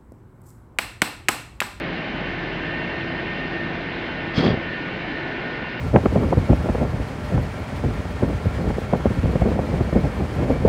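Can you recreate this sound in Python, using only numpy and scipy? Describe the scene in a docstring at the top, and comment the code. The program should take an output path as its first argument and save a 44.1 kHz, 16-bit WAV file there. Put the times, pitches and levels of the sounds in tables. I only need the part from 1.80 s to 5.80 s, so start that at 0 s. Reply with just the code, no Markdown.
"""A steady roar with a throbbing whine above it: a large rotary drum dryer runs outdoors.
Turbulence in burner and blower makes the roar, over a few low hums. The drive gears mesh at
multiples of their shaft rate, and the varying load modulates the amplitude of their tones.
At about 2.5 s a short puff of air hits the microphone: a hiss at its port, then low buffeting
from the pressure of the eddies."""
import sys
import numpy as np
from scipy import signal
from scipy.io import wavfile

SR = 44100
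rng = np.random.default_rng(int(sys.argv[2]) if len(sys.argv) > 2 else 0)


def unload_wav(signal):
    """Save mono or channel-first audio to the path in sys.argv[1] as 16-bit WAV at rate SR, clipped to [-1, 1]."""
    wavfile.write(
        sys.argv[1],
        SR,
        np.round(np.clip(np.atleast_2d(signal).T, -1, 1) * 32767).astype(np.int16),
    )


N = 176400
T = np.arange(N) / SR


def from_db(db):
    """Amplitude ratio of a level in decibels."""
    return 10 ** (np.asarray(db) / 20)


def unit_rms(x):
    """Normalisation to an rms of 1."""
    return x / np.sqrt(np.mean(x ** 2) + 1e-20)


def in_time(rows):
    """Linear interpolation of (time [s], value) rows."""
    return np.interp(T, *np.transpose(rows))


def drift(rate_hz):
    """Random modulation: low-passed noise with an rms near 1."""
    step = 40  # samples between computed points
    pole = np.exp(-2 * np.pi * rate_hz * step / SR)
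    white = rng.standard_normal(N // step + 2002)
    slow = signal.lfilter([1], [1, -2 * pole, pole * pole], white)[2000:]
    return np.interp(np.arange(N) / step, np.arange(len(slow)), unit_rms(slow))


def phase_of(hz):
    """Phase as the time integral of frequency, from a random start."""
    return 2 * np.pi * (np.cumsum(hz) / SR + rng.random())


def filtered(x, order, hz, kind="low"):
    """Filtering with a maximally flat passband."""
    return signal.sosfilt(signal.butter(order, hz, kind, fs=SR, output="sos"), x)


def resonate(x, hz, width_hz):
    """A damped resonator with unit gain at its peak."""
    r = np.exp(-np.pi * width_hz / SR)
    feedback = [1, -2 * r * np.cos(2 * np.pi * hz / SR), r * r]
    return signal.lfilter(np.array([1, 0, -1]) * (1 - r * r) / 2, feedback, x)


def ringing_noise(hz, width_hz):
    """Random excitation of two equal resonators in series; rms 1."""
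    once = resonate(rng.standard_normal(N), hz, width_hz)
    return unit_rms(resonate(once, hz, width_hz))


def banded_noise(spectrum, flicker_db):
    """Broadband noise as a sum of independently modulated quarter-octave bands; rms 1."""
    edges = 20 * 2 ** np.arange(0, 9.6, .25)
    hz, db = np.transpose(spectrum)
    out, white = 0, rng.standard_normal((2, N + SR // 2))
    for k, (low, high) in enumerate(zip(edges, edges[1:])):
        band = filtered(white[k % 2], 3, [low, high], "band")[-N:]
        centre_db = np.interp(np.log(low * high) / 2, np.log(hz), db)
        out += band * from_db(centre_db + flicker_db * drift(11.4))
    return unit_rms(out)


# envelope of the roar: (time [s], level [dB])
ROAR_LEVEL = [(0, -29), (1.1, -29), (1.8, -29.5), (2.25, -29.5), (3.0, -30), (4.0, -30)]
# spectrum of the roar: (frequency [Hz], relative spectral density [dB])
ROAR_SPECTRUM = [(20, -19.5), (35, -11), (55, -5), (80, -7), (110, -3), (135, 1.4), (165, 2), (200, -2),
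                 (250, 0.5), (340, -0.34), (450, -5), (680, -6), (950, -9), (1250, -13), (1550, -9.5),
                 (2000, -9), (2800, -13.5), (3400, -19.5), (4200, -22.5), (5400, -37.5), (6800, -51),
                 (9000, -68), (14000, -75)]

def roar():
    """Turbulence in the flame and in the air rushing through the drum radiates broadband noise."""
    return from_db(in_time(ROAR_LEVEL)) * banded_noise(ROAR_SPECTRUM, flicker_db=1)


# envelope of the deepest hum: (time [s], level [dB])
DRONE_LEVEL = [(0, -45), (.27, -50), (.42, -40.5), (.75, -42), (1.0, -47.5), (2.4, -46.5), (3.2, -50),
               (4, -54)]
# the other hums: (frequency [Hz], base level [dB])
HUMS = [(84, -50.5), (168, -45.5), (337, -41.5), (631, -51), (676, -53)]
# they fade as the microphone moves on: (time [s], gain [dB])
HUM_GAIN = [(0, 2), (2.3, 3), (3.1, -2.5), (4, -3)]

def hums(drone_hz=41.5):
    """Nearly periodic vibration of burner and blower radiates low, wavering tones."""
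    out = from_db(in_time(DRONE_LEVEL) + .6 * drift(4)) * np.sin(phase_of(drone_hz + .8 * drift(3)))
    for hz, db in HUMS:
        amplitude = from_db(db + in_time(HUM_GAIN) + drift(3.5))
        out += amplitude * np.sin(phase_of(hz + 1.203 * drift(3.83)))
    return np.sqrt(2) * out  # rms to peak amplitude


def gear_tone(mesh_phase, scatter, beat_phase=0, beat_depth=0):
    """Uneven tooth contact broadens a spectral line; a weaker neighbour, if any, makes beats; rms 1."""
    phase = mesh_phase + 2 * np.pi * rng.random()
    sidebands = scatter * (drift(8.1) * np.sin(phase) + drift(11) * np.cos(phase))
    neighbour = beat_depth * np.sin(phase + beat_phase)
    return unit_rms(np.sin(phase) - neighbour + sidebands)


# three leading whines that swell and break off, each: (time [s], level [dB])
MAIN_WHINE = [(0, -46), (.12, -50), (.2, -38), (.33, -50), (.46, -40), (.6, -46), (.71, -50), (.78, -41),
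              (.97, -33.5), (1.07, -39.5), (1.2, -35), (1.28, -40), (1.34, -35.5), (1.4, -32.5),
              (1.44, -48), (1.48, -32), (1.53, -36), (1.57, -42), (1.61, -33), (1.66, -37.5), (1.7, -46),
              (1.75, -35), (1.84, -35), (1.93, -46), (1.98, -49), (2.09, -38), (2.18, -58), (2.24, -43),
              (2.31, -54), (2.38, -39.5), (2.53, -37), (2.63, -49), (2.72, -34), (2.79, -51), (2.84, -37),
              (3.0, -37), (3.08, -46), (3.23, -44), (3.3, -47), (3.36, -34), (3.45, -47), (3.53, -34),
              (3.6, -52), (3.66, -39), (4, -43)]
LOWER_WHINE = [(0, -53.5), (.5, -50.5), (1.1, -52.5), (2.25, -46.5), (2.41, -43), (2.65, -51), (3.02, -41),
               (3.25, -54.5), (3.38, -40.5), (3.57, -47.5), (3.65, -39.5), (4, -43.5)]
MIDDLE_WHINE = [(0, -46), (.35, -52), (.69, -38.5), (.79, -51), (.88, -35.5), (1.0, -53), (1.75, -54),
                (1.88, -40.5), (2.0, -49), (2.7, -48.5), (2.95, -39), (3.1, -51.5), (3.3, -36), (3.38, -43),
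                (3.47, -38), (3.65, -44.5), (4, -49)]
# two high, pulsing whines, each: (time [s], level [dB])
UPPER_WHINE = [(0, -48), (.68, -48.5), (.78, -43.5), (1.03, -41.5), (1.35, -48.5), (1.55, -43), (2.05, -49),
               (2.4, -44), (2.65, -50.5), (2.87, -46.5), (3.2, -45), (3.42, -51), (3.58, -45.5), (3.7, -53),
               (3.85, -44), (4, -45.5)]
TOP_WHINE = [(0, -58), (.35, -44.5), (.64, -52), (.85, -49), (1.32, -47.5), (1.58, -47), (1.85, -61),
             (2.15, -55), (2.36, -44), (2.56, -55), (2.86, -47), (3.05, -55), (3.25, -49), (4, -60)]
# a cluster of weaker gear tones: (order [multiple of the shaft rate])
CLUSTER_ORDERS = [45, 46, 48, 52, 54, 56, 57, 60, 61, 64, 66, 68, 71, 73, 74, 75, 90]
# strength of each of those tones: (level [dB])
CLUSTER_LEVELS = [-48.5, -49, -48, -51.5, -49.5, -52, -54.5, -53.5, -49.5, -49, -47.5, -51.5, -55, -56.5,
                  -55, -54, -66]

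def gears(shaft_hz=33.124, pulse_hz=10.9, crest_s=1.02, throb_hz=10.5):
    """Meshing teeth radiate harmonics of the shaft rate, modulated in amplitude as the load varies."""
    shaft = phase_of(shaft_hz * (1 + .000514 * drift(2.82)))
    pulse = np.pi + 2 * np.pi * pulse_hz * (T - crest_s)
    out = 0
    for order, level in (55, MAIN_WHINE), (44, LOWER_WHINE), (53, MIDDLE_WHINE):
        out += from_db(in_time(level)) * gear_tone(order * shaft, scatter=.08)
    for order, level in (83, UPPER_WHINE), (92, TOP_WHINE):
        tone = gear_tone(order * shaft, scatter=.08, beat_phase=pulse, beat_depth=.55)
        out += from_db(in_time(level)) * tone
    for order, db in zip(CLUSTER_ORDERS, CLUSTER_LEVELS):
        amplitude = from_db(db + .1 * drift(1.7))
        throb = phase_of(throb_hz + 1.2 * drift(2.8))
        out += amplitude * gear_tone(order * shaft, scatter=.42, beat_phase=throb, beat_depth=.42)
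    return out


# spectrum of the hiss: (frequency [Hz], relative spectral density [dB])
HISS_SPECTRUM = [(500, 2), (750, -3), (1250, 1.5), (2200, -4), (3000, -5.5), (3900, -4.5), (4800, -14),
                 (5500, -17.5), (6000, -18), (6400, -30.5), (7000, -18), (8200, -41), (11000, -43),
                 (14000, -60)]
# resonances of the microphone port: (frequency [Hz], bandwidth [Hz], level re the hiss [dB])
PORT_RESONANCES = [(3283, 210, -4.5), (4570, 380, -10.5), (5060, 370, -16)]
# envelope of the hiss, following the air speed: (time [s], gain [dB])
HISS_GAIN = [(2.52, -76), (2.543, -40), (2.577, -28), (2.592, -31), (2.652, -32.5), (2.663, -30),
             (2.672, -32), (2.722, -34), (2.745, -43), (2.80, -78)]

def hiss(dull_hz=5400, dulling_s=(2.6, 2.73)):
    """Flow noise excites the resonances of the microphone port and loses treble as the air slows."""
    out = banded_noise(HISS_SPECTRUM, flicker_db=1.5)
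    for hz, width_hz, db in PORT_RESONANCES:
        out += from_db(db) * ringing_noise(hz, width_hz)
    dull = signal.sosfiltfilt(signal.butter(2, dull_hz, fs=SR, output="sos"), out)
    out += np.interp(T, dulling_s, [0, 1]) * (dull - out)
    blowing = (T > HISS_GAIN[0][0]) & (T < HISS_GAIN[-1][0])
    flutter_db = 1.5 * drift(49)
    return blowing * from_db(in_time(HISS_GAIN) + flutter_db) * out


# rasps in the puff: (time [s], level at the crest [dB], half-width [s], centre [Hz], bandwidth [Hz])
RASPS = [(2.559, -47, .006, 5130, 400), (2.577, -36, 0.0032, 4800, 1200), (2.664, -27, 0.0023, 1700, 1380),
         (2.68, -28, 0.0026, 3350, 500), (2.72, -33, 0.0029, 1790, 1570)]

def rasps():
    """Edge noise: the air stream catches the rim of the port in short, band-limited bursts."""
    out = 0
    for time, db, half_width, hz, width_hz in RASPS:
        band = filtered(rng.standard_normal(N), 4, [hz - width_hz / 2, hz + width_hz / 2], "band")
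        burst = np.exp(-((T - time) / half_width) ** 2 / 2)
        out += from_db(db) * burst * unit_rms(band)
    return out


def eddy_pressure(eddies_per_s=125):
    """Turbulent pressure as irregular impulses plus noise, confined to low frequencies; rms 1."""
    gaps, sizes = rng.standard_normal((2, 800))
    arrivals = (np.cumsum(np.exp(.32 * gaps)) / eddies_per_s * SR).astype(int)
    kicks = np.bincount(arrivals, from_db(2.5 * sizes), N)[:N]
    churn = resonate(.8 * rng.standard_normal(N) - unit_rms(kicks), hz=182, width_hz=200)
    return unit_rms(filtered(churn, order=2, hz=647))


# the hardest eddies: (time [s], peak level before the low cut [dB], half-width [s])
HARD_EDDIES = [(2.581, -11, .0011), (2.590, -13, 0.00063), (2.599, -19, .0010), (2.607, -12, 0.0009),
               (2.630, -15, 0.00075), (2.642, -8.5, 0.00035), (2.667, -11.5, 0.0011), (2.679, -16, 0.00087),
               (2.688, -11, 0.00069), (2.705, -11.5, 0.0011), (2.716, -16, 0.00065), (2.728, -18.5, 0.0015),
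               (2.742, -14.5, .0012), (2.775, -22, 0.0011)]

def buffeting(start_s=2.578, attack_s=.003, hold_s=.149, release_s=.04):
    """Eddies load the microphone with fluctuating pressure; each hard one is a push, then suction."""
    corners = start_s + np.cumsum([0, attack_s, hold_s, release_s])
    gust = from_db(-21) * np.interp(T, corners, [0, 1, 1, 0])
    out = gust * eddy_pressure()
    for time, db, half_width in HARD_EDDIES:
        passage = (T - time) / half_width
        out -= from_db(db) * passage * np.exp((1 - passage ** 2) / 2)
    return filtered(out, order=2, hz=58, kind="high")


def rattle(casing_hz=530, decay_s=.0037, gain_db=-8.5):
    """Shock excitation: each hard eddy starts decaying noise in a resonance of the microphone casing."""
    jolts = sum(from_db(db + gain_db) * (T > time) * np.exp(-np.abs(T - time) / decay_s)
                for time, db, _ in HARD_EDDIES)
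    envelope = filtered(jolts, order=4, hz=casing_hz)
    return envelope * ringing_noise(casing_hz, width_hz=310)


def scene():
    """Superposition of the running dryer and the puff of air, in mono."""
    dryer = roar() + hums() + gears()
    puff = hiss() + rasps() + buffeting() + rattle()
    return (dryer + puff)[None]


def record(dry):
    """Band limiting: a steep low-pass filter removes the treble above 15.7 kHz."""
    return signal.sosfilt(signal.cheby2(12, 70, 15700, fs=SR, output="sos"), dry)


dry = scene()
out = record(dry)
unload_wav(out)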